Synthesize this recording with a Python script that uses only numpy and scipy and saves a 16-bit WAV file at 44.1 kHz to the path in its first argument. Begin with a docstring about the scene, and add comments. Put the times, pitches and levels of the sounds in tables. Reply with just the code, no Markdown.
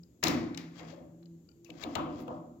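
"""A bare, echoing room: the clamp of a racket stringing machine is worked near the left microphone.
The lever snaps open with a loud steel clack, the base slides along the rail, the jaws tick on the
strings, and the lever is pressed shut in a few clunks. Blows thump the turntable. Impacts are noise
bursts through resonances; sliding is a stream of tiny slips. A low hum wavers over the room's rumble."""
import sys
import numpy as np
from scipy import signal
from scipy.fft import rfft, irfft, next_fast_len
from scipy.io import wavfile
from scipy.ndimage import map_coordinates

SR = 44100
rng = np.random.default_rng(int(sys.argv[2]) if len(sys.argv) > 2 else 0)


def master(y):
    """Save y as 16-bit WAV."""
    cut = np.clip(np.atleast_2d(y).T, -1, 1)
    pcm = np.round(cut * 32767)  # scale
    wavfile.write(sys.argv[1], SR, pcm.astype(np.int16))


N = 114660
T = np.arange(N) / SR

# Clamp clacks and lever clunks. 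Each row: start in seconds, level in dB, tilt in dB per octave,
# room gain in dB, ring pitch in Hz, ring gain in dB.
CLAMP_CLACKS = [(.2275, -7, -4.5, 20.5, 2240, -11), (0.2372, 9.5, 2.5, 2.5, 5300, -5.5),
                (.2698, 4.5, -2, 7.5, 3980, 8), (.2817, -4.5, 9.5, -4, 5000, -15),
                (.546, -13, -4.5, -3, 3970, -2), (0.5745, -3, -1.5, 2, 3850, 3),
                (.7945, -16.5, -7, 6, 2050, -25), (1.646, -28.5, 6.5, 5, 6670, 2)]
LEVER_CLUNKS = [(1.7019, -10.5, -1.5, -15, 2900, -7), (1.837, -3, .5, -2.5, 3930, 7.5),
                (1.9531, 6, -1.5, -0.5, 4450, 1.5), (2.279, -22, 2, 2.5, 3200, 5.5)]
# Turntable blows. Each row: start in seconds, thump in dB, knock in dB, knock tilt in dB per octave.
TURNTABLE_BLOWS = [(.229, 27, 9, -6), (.24, 23.5, 15.5, 16), (.268, 28.5, 18, 2.5), (.345, 22, 7, -13),
                   (.8, 9, 1.5, -6), (.995, 7, -6, -10.5), (1.688, 8.5, -5, -13), (1.843, 18, 11.5, -2.5),
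                   (1.954, 23, 21.5, 6), (2.06, 19.5, 9, -11), (2.18, 16, 5, -5), (2.277, 13, 12.5, -3.5),
                   (2.302, 6, 11, -4.5)]
# Jaws on strings. Each row: start in seconds, level in dB, pitch in Hz, gain of the lower modes in dB.
JAW_TICKS = [(.033, -14.5, 4950, -24), (1.229, -21.5, 4000, -36), (1.2565, -14.5, 4150, -36),
             (1.488, -17.5, 4620, -5), (1.514, -23, 4700, -5)]
# Base on the rail, one list per stroke. Each row: time in seconds, friction level in dB.
SLIDE_STROKES = [
    [(.72, -74), (.75, -52), (.795, -44.5), (.82, -56), (.865, -54), (.885, -44.5), (.925, -52),
     (1.02, -74)],
    [(1.645, -68), (1.77, -54), (1.80, -46.5), (1.835, -36), (1.85, -61), (1.95, -45)],
    [(2.09, -60), (2.16, -53), (2.21, -48), (2.245, -64.5), (2.33, -61), (2.6, -97)],
]
# Judders of the base. Each row: peak time in seconds, level in dB, pitch in Hz.
BASE_JUDDERS = [(0.934, -39, 574), (0.982, -40, 570)]
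# Rail squeak. Each row: time in seconds, pitch in Hz, level in dB.
SQUEAK_PATH = [(1.647, 2950, -78.5), (1.664, 2640, -52), (1.683, 2230, -76), (1.70, 2150, -74)]
# Fingers on the clamp. Each row: peak time in seconds, level in dB.
FINGER_SLIPS = [(1.815, -59), (2.212, -51)]
# Hum envelope. Each row: time in seconds, fundamental in dB, octave in dB.
HUM_LEVELS = [(0, -46, -66.5), (.2, -83, -75), (0.651, -48.5, -68.5), (1.2, -52.5, -56), (1.33, -43, -52.5),
              (1.469, -59.5, -66), (1.58, -62, -54.5), (2.398, -52, -63), (2.6, -60.5, -49)]

# Resonances of the parts. Each row: frequency in Hz, width in Hz, gain in dB.
TURNTABLE_DEEP_MODES = [(92, 22, -9), (123, 12, -5), (164.8, 16, 1.5), (238.6, 14, 5), (265.5, 24, 2.5),
                        (291, 20, 3.5), (327.5, 19.6, 4.5)]
TURNTABLE_HOLLOW_MODES = [(516, 41, 0), (586, 23, 5.5), (591.8, 26.5, 8), (740.6, 28, 4.5), (881, 68, -7),
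                          (1012, 63, -3.5), (1096, 52, -2), (1256, 180, -8)]
JAW_LOW_MODES = [(1400, 51, 3), (2380, 30, 2), (2997, 160, -1.5)]
SLIDE_RAIL_MODES = [(2047, 43, 2.5), (2784, 37, 9), (3255, 53, 2), (4950, 380, 4), (5320, 140, -4)]

# Spectra of the sources. Each row: frequency in Hz, gain in dB.
CLAMP_EQ = [(150, -22.5), (1500, -8.5), (2100, 1.5), (3100, -3), (4000, 0.5), (5300, 0), (7300, -3),
            (11000, -15.5), (15000, -19.5)]
LEVER_EQ = [(150, -3.5), (1100, -13.5), (1650, -14), (2100, -3.5), (2900, 2.5), (4000, -3.5), (5400, -12),
            (7200, -7.5), (11000, -26), (14500, -20)]
SNAP_EQ = [(3000, -34), (8000, -22), (12000, -17), (15500, -23)]
RAIL_EQ = [(100, 5), (550, 6), (1500, 2), (2500, -1.5), (7300, -4), (11000, -29.5), (15000, -17)]
SKIN_EQ = [(2000, -36), (9000, -9.5), (13000, -1), (16000, -2)]
RUMBLE_EQ = [(25, -57), (60, -40.5), (170, -41.5), (300, -42), (450, -50), (800, -65.5), (3000, -86)]
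LEFT_HISS_EQ = [(500, -81), (3000, -75), (5500, -77), (7000, -63.5), (8200, -69.5), (11000, -79),
                (13500, -68), (16000, -84)]
# Responses of room, shaded right side and microphone. Each row: frequency in Hz, gain in dB.
ROOM_EQ = [(300, 7), (1200, 1), (2200, -3), (5000, -6.5), (8000, -10), (14000, 1.5)]
RIGHT_SHADOW_EQ = [(300, 0), (700, -2.5), (2300, -3.5), (4400, -12.5), (8000, -23.5), (14000, -17)]
MIC_EQ = [(25, -16.5), (70, -3.5), (7400, 0), (8300, -11.5), (9300, -16.5), (10300, -6.5), (11200, -3)]
# Room decay. Each row: frequency in Hz, T60 in seconds.
ROOM_DECAY = [(300, 1.0), (1300, 0.8), (2500, 0.57), (5500, 0.5), (14000, 0.31)]
# Diffuse field. Each row: frequency in Hz, left-right correlation from -1 to 1.
ROOM_CORRELATION = [(100, 0.93), (290, 0.9), (640, 0.45), (1400, -0.27), (3000, 0.62)]

STEEL_T60_S, LEVER_T60_S = 0.01, 0.012
DIRECT_RIGHT_DB = -28


def clacks(rows, body_eq, t60_s):
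    """Steel strikes steel: a bright snap and a ringing crack, damped at once by the hand."""
    out = np.zeros((2, N))
    snap_s = 0.00078
    for start_s, db, tilt_db_oct, room_db, ring_hz, ring_db in rows:
        strike = amp(room_db) * colour(room_tail(), ROOM_EQ)
        crack = contact(t60_s)
        crack = crack + resonate(crack, [(ring_hz, 520, ring_db)])  # 520 Hz wide
        strike[:, :len(crack)] += near_left(crack)
        add(out, start_s, amp(db) * colour(strike, body_eq, tilt_db_oct))
        snap = rng.standard_normal(SR // 20) * np.exp(-(T[:SR // 20] / snap_s - 1) ** 4)
        snap /= np.linalg.norm(snap)
        add(out[0], start_s, amp(db) * colour(snap, SNAP_EQ, tilt_db_oct))
    return out


def turntable(damping_db_per_s=18, direct_db=-13):
    """Blows make the table boom and knock, heard mostly via the room; hands damp the hollow ring."""
    thumps, knocks = np.zeros((2, 2, N))
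    for start_s, thump_db, knock_db, tilt_db_oct in TURNTABLE_BLOWS:
        add(thumps, start_s, amp(thump_db) * room_tail(build_s=0.0032))
        knock = room_tail(build_s=0.000071) * amp(-damping_db_per_s * T[:SR])
        push = amp(direct_db) * contact(LEVER_T60_S)
        knock[0, :len(push)] += push
        add(knocks, start_s, amp(knock_db) * resonate(knock, TURNTABLE_HOLLOW_MODES, tilt_db_oct))
    return resonate(thumps, TURNTABLE_DEEP_MODES) + knocks


def jaw_ticks(width_hz=290):
    """A light touch on the strings rings one broad resonance and the jaw's lower modes."""
    out = np.zeros(N)
    for start_s, db, hz, low_db in JAW_TICKS:
        touch = contact(STEEL_T60_S)
        ring = resonate(touch, [(hz, width_hz, 0)])
        low_ring = amp(low_db) * resonate(touch, JAW_LOW_MODES)
        add(out, start_s, amp(db) * (ring + low_ring))
    return in_room(out, room_db=-5)


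def rail_slides(slips_per_s=1300, spread_db=0.5):
    """Tiny random slips of the base ring the rail."""
    friction = sum(envelope(*np.transpose(stroke)) for stroke in SLIDE_STROKES)
    slips = (rng.random(N) < slips_per_s / SR) * rng.choice([-1, 1], N)
    slips = slips * amp(-spread_db * rng.standard_normal(N))
    rub = friction * slips / slips.std()
    return in_room(colour(rub, RAIL_EQ) + resonate(rub, SLIDE_RAIL_MODES), room_db=-2)


def base_judders(width_s=0.0057):
    """The base sticks and slips for a moment with a soft, hollow groan."""
    groan = np.zeros(N)
    for peak_s, db, hz in BASE_JUDDERS:
        swell = amp(db) * np.exp(-((T - peak_s) / width_s) ** 2)
        groan += swell * np.sin(2 * np.pi * hz * T + wobble(80.13))
    return in_room(groan, room_db=-7)


def rail_squeak(roughness=0.038):
    """A thin, rough tone sinks as the base comes to rest."""
    times_s, hz, db = np.transpose(SQUEAK_PATH)
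    pitch_hz = np.interp(T, times_s, hz) * (1 + roughness * wobble(900))
    tone = envelope(times_s, db) * np.sin(2 * np.pi * np.cumsum(pitch_hz) / SR)
    return in_room(tone, room_db=4)


def fingers(width_s=0.018):
    """Skin brushes the clamp with a short, high hiss."""
    touch = sum(amp(db) * np.exp(-abs(T - peak_s) / width_s) for peak_s, db in FINGER_SLIPS)
    return in_room(colour(touch * rng.standard_normal(N), SKIN_EQ), room_db=-14)


def hum(pitch_hz=168, wander_rad=0.81, flutter_db=1.7):
    """A low tone and its octave waver in level and phase."""
    times_s, *levels_db = np.transpose(HUM_LEVELS)
    tone = np.zeros(N)
    for harmonic, db in enumerate(levels_db, 1):
        gain = amp(np.interp(T, times_s, db) + flutter_db * wobble(14))
        phase_rad = 2 * np.pi * pitch_hz * T + wander_rad * wobble(11)
        tone += gain * np.sin(harmonic * phase_rad)
    return tone


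def rumble():
    """Steady, diffuse low noise of the room."""
    return colour(diffuse(rng.standard_normal((2, N))), RUMBLE_EQ)


def room_tail(build_s=0.00067, early_gain=0.21, early_s=0.055):
    """A fresh 1 s stereo tail; near walls strengthen its start and the treble dies first."""
    hz, age_s, bands = signal.stft(rng.standard_normal((2, SR)), SR, nperseg=256)
    decay = amp(-60 * age_s / curve_at(ROOM_DECAY, hz)[:, None])
    _, tail = signal.istft(bands * decay, SR, nperseg=256)
    onset = 1 - np.exp(-T[:SR] / build_s)
    early = 1 + early_gain * np.exp(-(T[:SR] / early_s) ** 2)
    return diffuse(tail[:, :SR]) * onset * early * np.sqrt(np.log(1e6) / SR)


def in_room(x, room_db):
    """A close sound plus its reverberation."""
    tail = colour(room_tail(), ROOM_EQ)
    reverb = signal.fftconvolve(x[None], tail, axes=1)[:, :N]
    return near_left(x) + amp(room_db) * reverb


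def near_left(x):
    """Direct sound: full on the left, faint on the right."""
    return np.array([x, amp(DIRECT_RIGHT_DB) * x])


def diffuse(pair):
    """Mix two independent signals into a stereo pair, alike in the bass."""
    n = pair.shape[-1]
    correlation = curve_at(ROOM_CORRELATION, np.fft.rfftfreq(n, 1 / SR))
    angle_rad = np.arccos(correlation) / 2
    mid, side = irfft(rfft(pair) * [np.cos(angle_rad), np.sin(angle_rad)], n)
    return np.array([mid + side, mid - side])


def contact(t60_s, hold_s=0.0032):
    """Hard parts chatter briefly, then fall silent; unit energy."""
    decay_s = np.maximum(T[:SR // 4] - hold_s, 0)
    burst = rng.standard_normal(len(decay_s)) * amp(-60 * decay_s / t60_s)
    return burst / np.linalg.norm(burst)


def resonate(x, modes, tilt_db_oct=0):
    """Parallel resonances of alternating sign, low-passed an octave above the highest."""
    n = x.shape[-1]
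    size = next_fast_len(n + SR // 4)
    hz = np.fft.rfftfreq(size, 1 / SR)
    pivot_hz = np.mean([mode[0] for mode in modes])
    response = 0
    for k, (mode_hz, width_hz, db) in enumerate(modes):
        gain = (-1) ** k * amp(db + tilt_db_oct * np.log2(mode_hz / pivot_hz))
        loss = 1j * hz * width_hz
        response += gain * loss / (mode_hz ** 2 - hz ** 2 + loss)
    lowpass = signal.butter(3, 2 * modes[-1][0], fs=SR, output="sos")
    return signal.sosfilt(lowpass, irfft(rfft(x, size) * response, size)[..., :n])


def colour(x, eq, tilt_db_oct=0):
    """Minimum-phase EQ; the tilt pivots at 3500 Hz and levels off below 800 Hz."""
    n = x.shape[-1]
    size = 2 * next_fast_len(n // 2 + 2048)
    hz = np.fft.rfftfreq(size, 1 / SR)
    octaves = np.log2(np.maximum(hz, 800) / 3500)
    gain = amp(curve_at(eq, hz) + tilt_db_oct * octaves)
    cepstrum = irfft(np.log(gain), size)
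    cepstrum[1:size // 2] *= 2  # fold to causal
    cepstrum[size // 2 + 1:] = 0
    return irfft(rfft(x, size) * np.exp(rfft(cepstrum)), size)[..., :n]


def amp(db):
    """Decibels to gain."""
    return 10 ** (np.asarray(db) / 20)


def envelope(times_s, db):
    """Gain through timed levels, silent outside them."""
    return amp(np.interp(T, times_s, db, left=-140, right=-140))


def curve_at(points, hz):
    """Interpolate (Hz, value) points on a log axis."""
    knots_hz, values = np.transpose(points)
    return np.interp(np.log(hz + 1), np.log(knots_hz + 1), values)


def wobble(knots_per_s):
    """A smooth random curve."""
    knots = rng.standard_normal(int(N * knots_per_s / SR) + 4)
    return map_coordinates(knots, [T * knots_per_s])


def add(out, start_s, x):
    """Mix x into out at start_s."""
    first = round(start_s * SR)
    n = min(x.shape[-1], N - first)
    out[..., first:first + n] += x[..., :n]


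def scene():
    """All sources; the right side is shaded in the treble."""
    clamp = clacks(CLAMP_CLACKS, CLAMP_EQ, STEEL_T60_S)
    lever = clacks(LEVER_CLUNKS, LEVER_EQ, LEVER_T60_S)
    impacts = clamp + lever + turntable() + jaw_ticks()
    friction = rail_slides() + base_judders() + rail_squeak() + fingers()
    left, right = impacts + friction + hum() + rumble()
    return np.array([left, colour(right, RIGHT_SHADOW_EQ)])


def record(dry, right_hiss_db=-79, top_hz=15950):
    """Microphone hiss, bass roll-off, treble notch and band limit."""
    left_hiss = colour(rng.standard_normal(N), LEFT_HISS_EQ)
    right_hiss = amp(right_hiss_db) * rng.standard_normal(N)
    mic = colour(dry + np.array([left_hiss, right_hiss]), MIC_EQ)
    size = next_fast_len(N + SR // 4)
    passband = np.fft.rfftfreq(size, 1 / SR) < top_hz
    return irfft(rfft(mic, size) * passband, size)[:, :N]


dry = scene()
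out = record(dry)
master(out)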